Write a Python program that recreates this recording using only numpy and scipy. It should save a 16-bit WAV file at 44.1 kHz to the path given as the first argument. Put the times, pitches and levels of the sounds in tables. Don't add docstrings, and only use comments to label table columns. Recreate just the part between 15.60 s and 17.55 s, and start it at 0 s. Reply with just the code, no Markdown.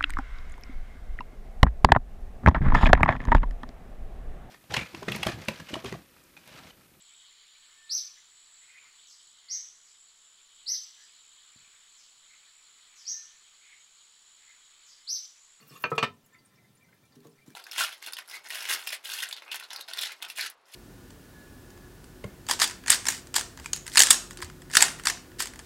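import sys
import numpy as np
from scipy import signal
from scipy.fft import rfft, irfft, next_fast_len
from scipy.io import wavfile
from scipy.ndimage import uniform_filter1d, map_coordinates

SR = 44100
rng = np.random.default_rng(int(sys.argv[2]) if len(sys.argv) > 2 else 0)


def wrap_up_sound(samples):
    columns = np.atleast_2d(samples).T
    tamed = np.clip(columns, -1, 1)
    steps = np.round(tamed * 32767).astype(np.int16)
    wavfile.write(sys.argv[1], SR, steps)


def gain_from_db(level_db):
    decades = np.asarray(level_db, float) / 20
    return 10 ** decades


N = 85995

# pitch_hz, level_db (per Hz)
AIR_SPECTRUM = [(15, -62), (25, -17), (49, -0.5), (130, 2), (516, -12), (840, -15), (1790, -21),
                (3160, -20), (16000, -26.5)]
# pitch_hz, level_db
CAVITY_MODES = [(1020, 4.5), (1340, 5.5), (1800, 6.5), (2050, -3), (2350, -1.5), (3600, -2.5), (4600, -9)]
# pitch_hz, t60_s
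TILE_DECAY = [(150, 0.38), (1000, 0.14), (4000, 0.17), (12000, 0.078)]
# pitch_hz, level_db (per Hz)
PHONE_FLOOR = [(20, 13), (60, -18), (100, -43)]
# start_s, peak_db, pitch_hz, t60_s
PLINK_EVENTS = [(.744, -58, 2230, 0.099), (.7453, -53.5, 2050, 0.19), (.976, -60.5, 2320, 0.071),
                (.985, -60.5, 2050, 0.2), (1.0422, -59.5, 2043, 0.1), (1.0422, -65, 1730, .08),
                (1.209, -59.5, 2360, 0.15), (1.22, -59.5, 2354, 0.28), (1.242, -60, 2054, 0.18),
                (1.285, -64, 2090, 0.055), (1.283, -65.5, 1520, 0.17), (1.326, -56, 2070, 0.09),
                (1.326, -57, 1600, .04), (1.328, -63, 2362, 0.11), (1.343, -61, 1710, 0.078),
                (1.4367, -60.5, 2350, .1), (1.781, -61, 2350, .06), (1.788, -51.5, 2076, 0.055),
                (1.812, -64, 2350, 0.23), (1.909, -62, 2330, 0.096), (1.9223, -53, 2350, .03)]
# start_s, peak_db, pitch_hz
DROPLET_EVENTS = [(0.0074, -46.5, 4420), (0.094, -46.5, 5380), (0.1024, -46.5, 7900), (0.154, -48.5, 11400),
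                  (0.1753, -43.5, 11660), (0.642, -56, 7370), (0.6635, -57, 6640), (0.733, -52.5, 7330),
                  (0.7858, -51, 4680), (.8, -58, 4700), (0.85, -49.5, 8730), (1.152, -51, 9370),
                  (1.172, -55, 7180), (1.523, -51.5, 4680), (1.695, -56, 9330), (1.717, -57, 5260),
                  (1.757, -58, 5900), (1.8762, -50, 7320), (.353, -48, 3500), (.958, -56.5, 5300),
                  (.645, -57, 2900), (1.24, -58.5, 5870), (1.453, -58, 10400), (0.571, -65.5, 6120),
                  (.89, -61.5, 8100), (.535, -64, 8650)]
# start_s, level_db, pitch_hz
SPLASH_EVENTS = [(0.65, -64, 13500), (0.66, -52, 11570), (0.94, -65, 14000), (1.232, -63, 13500),
                 (1.341, -60, 13400), (1.418, -65, 15000), (1.435, -65, 15000), (1.452, -62.5, 7000),
                 (0.61, -67, 5600), (0.68, -69, 10400), (0.86, -56, 8640)]
# start_s, level_db, push_ms, ring_db
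HAND_BUMPS = [(.108, -47.5, 1.6, -5), (1.5607, -55, 2.6, 6.5), (1.568, -54, 3, 0.5), (1.576, -58, 2.8, 5),
              (1.588, -48, 3.3, -7), (1.649, -54.5, 0.49, -0.5), (1.6546, -44.5, 1.2, -4),
              (1.663, -45, 2, -13), (1.6808, -48.5, 1.43, -6), (1.8785, -33, 3.74, -12),
              (1.899, -63, 2.7, -6)]
# pitch_hz, width_hz, level_db
FLESH_MODES = [(251, 99, 0.5)]
# pitch_hz, width_hz, level_db
TANK_MODES = [(155, 13, 0.5), (239, 17.6, 6.5), (294, 11, 1.5), (403.8, 4.8, 9.5), (454, 12, 4.5),
              (1117, 25, 2)]
# start_s, level_db, length_s
BRUSH_EVENTS = [
    (0.302, -52, 0.019),
    (0.35, -56, 0.02),
    (1.552, -63.5, 0.015),
    (1.63, -66, 0.041),
    (1.668, -66, 0.018),
    (1.86, -63.5, 0.045),
    (1.904, -67, 0.038),
]
# pitch_hz, level_db (per Hz)
SKIN_SPECTRUM = [(800, 0), (3000, -2.5), (16000, -8.5)]
# start_s, peak_db, pitch_hz
GLAZE_TICKS = [
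    (1.5565, -60, 3950),
    (1.604, -55, 4340),
    (1.648, -61, 3650),
    (1.669, -54.5, 4500),
    (1.6704, -54, 6700),
    (1.886, -60, 3050),
    (1.9037, -50.5, 1600),
    (1.903, -56, 5760),
]
# start_s, scrape_db, palm_db
SLIDE_STROKE = [
    (0, -61.5, -68),
    (.04, -62, -69),
    (.09, -63.5, -58.5),
    (.115, -55.5, -70),
    (.16, -53.5, -69),
    (.19, -61.5, -58.5),
    (0.237, -58, -58.5),
]
# pitch_hz, level_db (per Hz)
GRIT_SPECTRUM = [(60, -38), (140, 2), (300, -27), (700, -36), (1300, -11.5), (2500, -21), (5000, -21),
                 (16000, -31.5)]
# pitch_hz, level_db (per Hz)
PALM_SPECTRUM = [(3000, -18), (8000, -1.5), (11500, 8), (16000, 8)]
# start_s, peak_db, contact_ms, clatter_db
CORNER_BLOWS = [
    (0.239, -14, 0.46, 2),
    (0.3166, -17.5, 1.1, 3),
    (0.3793, -15.5, 0.042, 2.5),
    (0.4272, -16, 0.02, 3.5),
]
# pitch_hz, level_db, t60_s
CORNER_MODES = [
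    [(147, -18.5, 0.14), (284, -20, 0.032), (480.5, -5.5, 0.057), (600.5, -3.5, 0.047), (1147, 0.5, 0.044),
     (1301.3, -7, 0.18), (1557, -3.5, 0.07), (1830, -6.5, 0.041), (2360, -14, 0.046), (2438, -1.5, .11),
     (2702, 5.5, 0.029), (3040, -42, 0.09), (4409, -6, 0.023), (6160, -30, 0.11)],
    [(149.8, -4.5, 0.21), (300, -11, 0.094), (437, -13, 0.087), (459.8, 3.5, 0.088), (752, -18.5, 0.12),
     (890, -11, 0.045), (1055, 5, 0.034), (1203, -5, 0.1), (1290, 1.5, 0.17), (1540, -17, 0.02),
     (1790, -19, 0.11), (2040, -26, 0.052), (2440, -25, 0.26)],
    [(142.6, -16, 0.38), (453, -3.5, 0.1), (1121, 5, 0.047), (1290, -11, 0.3), (1768, -15, 0.093),
     (2450, -1.5, 0.12), (2765, 4.5, 0.037), (3540, -15.5, 0.038), (4400, -10, 0.098), (5630, -23.5, 0.077),
     (6067, -19, 0.1), (6821, -18, 0.073), (8080, -16.5, 0.076), (12000, -33, .04)],
    [(150.5, -2.5, 0.099), (103.3, -18, 0.52), (407, -18, 0.11), (1011.6, -10.5, 0.25), (1202, 8, 0.028),
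     (1304, -0.5, 0.097), (1804, -3.5, 0.12), (2418, -1.5, 0.15), (2978, 5, 0.024), (3596, -6, 0.052),
     (2517, -8.5, 0.17), (230, -3, 0.048), (6300, -24, 0.097), (8053, -15, 0.043)],
]
# delay_s, level_db
CORNER_RETOUCHES = [
    [(0.0143, -10)],
    [],
    [],
    [(.0069, -7.5), (.0114, -9.5), (.0162, -6)],
]
# pitch_hz, level_db (per Hz)
CLATTER_SPECTRUM = [(85, -17), (150, 11), (600, 12), (1300, 15.5), (2600, 13), (5000, -0.5), (9000, -17.5),
                    (16000, -20)]
# pitch_hz, t60_s
CLATTER_DECAY = [(150, 0.1), (1500, 0.052), (5000, 0.096), (14000, 0.058)]

TOP_HZ = 16070


def unit(x):
    return x / np.sqrt(np.mean(x ** 2) + 1e-20)


def along(points, hz):
    f, v = np.transpose(points)
    return np.interp(np.log(hz + 1), np.log(f + 1), v)


def wobble(rate):
    knots = rng.standard_normal(int(N * rate / SR) + 4)
    return map_coordinates(knots, [np.arange(N) * rate / SR])


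def filtered(x, response):
    m = next_fast_len(len(x) + SR // 2)
    return irfft(rfft(x, m) * response(np.fft.rfftfreq(m, 1 / SR)), m)[:len(x)]


def resonant(peaks):
    def response(f):
        total = 0
        for k, (centre, width, db) in enumerate(peaks):
            damping = 1j * f * width
            total = total + (-1) ** k * gain_from_db(db) * damping / (centre * centre - f * f + damping)
        return total
    return response


def add(track, s, sound):
    part = track[round(s * SR):][:len(sound)]
    part += sound[:len(part)]


def dying(t60s, colour):
    hz, t, z = signal.stft(rng.standard_normal(SR // 2), SR, nperseg=128)
    level_db = along(colour, hz)[:, None] - 60 * t / along(t60s, hz)[:, None]
    tail = signal.istft(z * gain_from_db(level_db), SR, nperseg=128)[1]
    return tail / np.linalg.norm(tail)


def patchy(spectrum, patchy_db):
    z = signal.stft(rng.standard_normal(N), nperseg=512)[2]
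    field = uniform_filter1d(rng.standard_normal(z.shape), size=8, axis=0)
    field = uniform_filter1d(field, size=5, axis=1)
    x = signal.istft(z * gain_from_db(patchy_db * unit(field)), nperseg=512)[1][:N]
    return unit(filtered(x, lambda hz: gain_from_db(along(spectrum, hz))))


def air():
    hiss = patchy(AIR_SPECTRUM, patchy_db=1.58)
    flow = rng.standard_normal(N) * gain_from_db(4.2 * wobble(25.66))
    hollow = unit(filtered(flow, resonant([(hz, hz / 40, db) for hz, db in CAVITY_MODES])))
    return gain_from_db(-64.32) * (hiss + gain_from_db(-9) * hollow)


def room(x):
    out, hop = np.zeros(N), 2048
    for a in range(0, N, hop):
        tail = dying(TILE_DECAY, [(100, 0)])
        add(out, (a + 130) / SR, signal.fftconvolve(x[a:a + hop], tail))
    return out


def splash(db, hz):
    t = np.arange(SR // 16) / SR
    puff = filtered(rng.standard_normal(len(t)), resonant([(hz, 0.16 * hz, 0)]))
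    return gain_from_db(db - 60 * t / 0.034) * (1 - np.exp(-t / 0.0022)) * unit(puff)


def spray():
    out = np.zeros(N)
    for s, db, hz in SPLASH_EVENTS:
        add(out, s, splash(db, hz))
    for when, pitch, energy in rng.random((70, 3)):
        hz = min(10400 * 2.2 ** (2 * pitch - 1.4), TOP_HZ)
        add(out, when * N / SR, splash(-79 + 5 * energy ** 2, hz))
    return out


def bubble(hz, t60, spread):
    t = np.arange(round(.15 * SR)) / SR
    near_hz = hz * (1 + spread * rng.standard_normal(4))
    gain = gain_from_db(-11.5 + 7.6 * rng.random(4))
    late_s = 0.013 * rng.random(4)
    main = np.sin(2 * np.pi * hz * t) * gain_from_db(-60 * t / t60) * (1 - np.exp(-t / 0.00069))
    u = np.maximum(t - late_s[:, None], 0)
    neighbours = np.sin(2 * np.pi * near_hz[:, None] * u) * gain_from_db(-60 * u / (0.41 * t60))
    return main + (gain[:, None] * neighbours).sum(0)


def water():
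    out = spray()
    for s, db, hz, t60 in PLINK_EVENTS:
        add(out, s, gain_from_db(db - 3.0) * bubble(hz, t60, spread=0.045))
    for s, db, hz in DROPLET_EVENTS:
        add(out, s, gain_from_db(db - 6) * bubble(hz, 0.037, spread=0.04))
    for when, pitch, energy in rng.random((90, 3)):
        add(out, when * N / SR, gain_from_db(-78 + 7 * energy) * bubble(1400 * 4 ** pitch, .05, spread=.05))
    return out


def hand():
    thud, ring, puffs = np.zeros(N), np.zeros(N), np.zeros(N)
    t = np.arange(N) / SR
    for s, db, push_ms, ring_db in HAND_BUMPS:
        push = np.sin(np.pi * np.minimum(t[:SR // 10] / (push_ms / 1000), 1)) ** 2
        push = push / push.sum()
        add(thud, s, gain_from_db(db) * push)
        add(ring, s, gain_from_db(db + ring_db) * push)
    for s, db, length in BRUSH_EVENTS:
        onset = np.clip((t - s) / 0.0018, 0, 1)
        puffs += gain_from_db(db) * onset * np.exp(-((t - s) / length) ** 4)
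    knocks = gain_from_db(41) * filtered(thud, resonant(FLESH_MODES)) + gain_from_db(47) * filtered(ring, resonant(TANK_MODES))
    return knocks + puffs * patchy(SKIN_SPECTRUM, patchy_db=2.5) * gain_from_db(1.55 * wobble(140))


def ticks():
    out, t = np.zeros(N), np.arange(SR // 20) / SR
    for s, db, hz in GLAZE_TICKS:
        snap = gain_from_db(-2 - 60 * t / 0.019) * rng.standard_normal(len(t))
        ring = gain_from_db(-60 * t / 0.016) * np.sin(2 * np.pi * hz * t)
        add(out, s, gain_from_db(db) * (ring + snap) * (1 - np.exp(-t / 0.00048)))
    return out


def slide():
    s, scrape_db, palm_db = np.transpose(SLIDE_STROKE)
    t = np.arange(N) / SR
    grit = patchy(GRIT_SPECTRUM, patchy_db=4.5) * gain_from_db(0.99 * wobble(122.6))
    body = [(hz, 45, level / 2) for hz, level, _ in CORNER_MODES[2]]
    rubbing = rng.standard_normal(N) * gain_from_db(4.4 * wobble(96.0))
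    scrape = unit(grit) + gain_from_db(-1.5) * unit(filtered(rubbing, resonant(body)))
    palm = patchy(PALM_SPECTRUM, patchy_db=5.5) * gain_from_db(5.0 * wobble(63.2))
    stop_db = -400 * np.maximum(t - s[-1], 0)
    scrape_gain = gain_from_db(np.interp(t, s, scrape_db) + stop_db)
    palm_gain = gain_from_db(np.interp(t, s, palm_db) + stop_db)
    return scrape_gain * scrape + palm_gain * palm


def lid():
    out, t = np.zeros(N), np.arange(SR // 2) / SR
    for blow, modes, retouches in zip(CORNER_BLOWS, CORNER_MODES, CORNER_RETOUCHES):
        s, db, contact_ms, clatter_db = blow
        contact_s = contact_ms / 1000
        ring = sum(gain_from_db(level - 60 * t / t60) * np.sin(2 * np.pi * hz * t) for hz, level, t60 in modes)
        for late, less_db in [(0.000059, 0)] + retouches:
            rise_s = 0.0001 + 0.5 * contact_s + 0.0004 * (late > 0)
            clatter = 14 * gain_from_db(clatter_db) * dying(CLATTER_DECAY, CLATTER_SPECTRUM)[:len(t)]
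            dull = filtered(clatter, lambda hz: 1 / (1 + 1j * hz * contact_s) ** 2)
            clunk = ring * (1 - np.exp(-t / rise_s)) + dull * (1 - np.exp(-t / 0.00057))
            add(out, s + late, gain_from_db(db - 8.5 + less_db) * clunk)
    seated = np.clip((np.arange(N) / SR - 0.4455) / 0.00055, 0, 1)
    return out * gain_from_db(-4 * seated)


def port(x):
    corner_hz, damping = 91.5, 1.273

    def bass_cut(hz):
        once = -hz * hz / (corner_hz ** 2 - hz * hz + 1j * damping * corner_hz * hz)
        return once ** 3

    return filtered(x, bass_cut) + gain_from_db(-86) * patchy(PHONE_FLOOR, patchy_db=-8)


def scene():
    near = lid() + slide() + hand() + ticks()
    wet = water()
    echo = room(gain_from_db(-12) * near + gain_from_db(-9.0) * wet)
    return port(near + wet + echo + air())[None]


def top_cut(x):
    return signal.sosfilt(signal.butter(12, 16800, fs=SR, output="sos"), x)


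def record(dry):
    x = filtered(dry[0], lambda hz: gain_from_db(-np.maximum(hz - TOP_HZ, 0) / 14))
    return top_cut(x[None])


dry = scene()
out = record(dry)
wrap_up_sound(out)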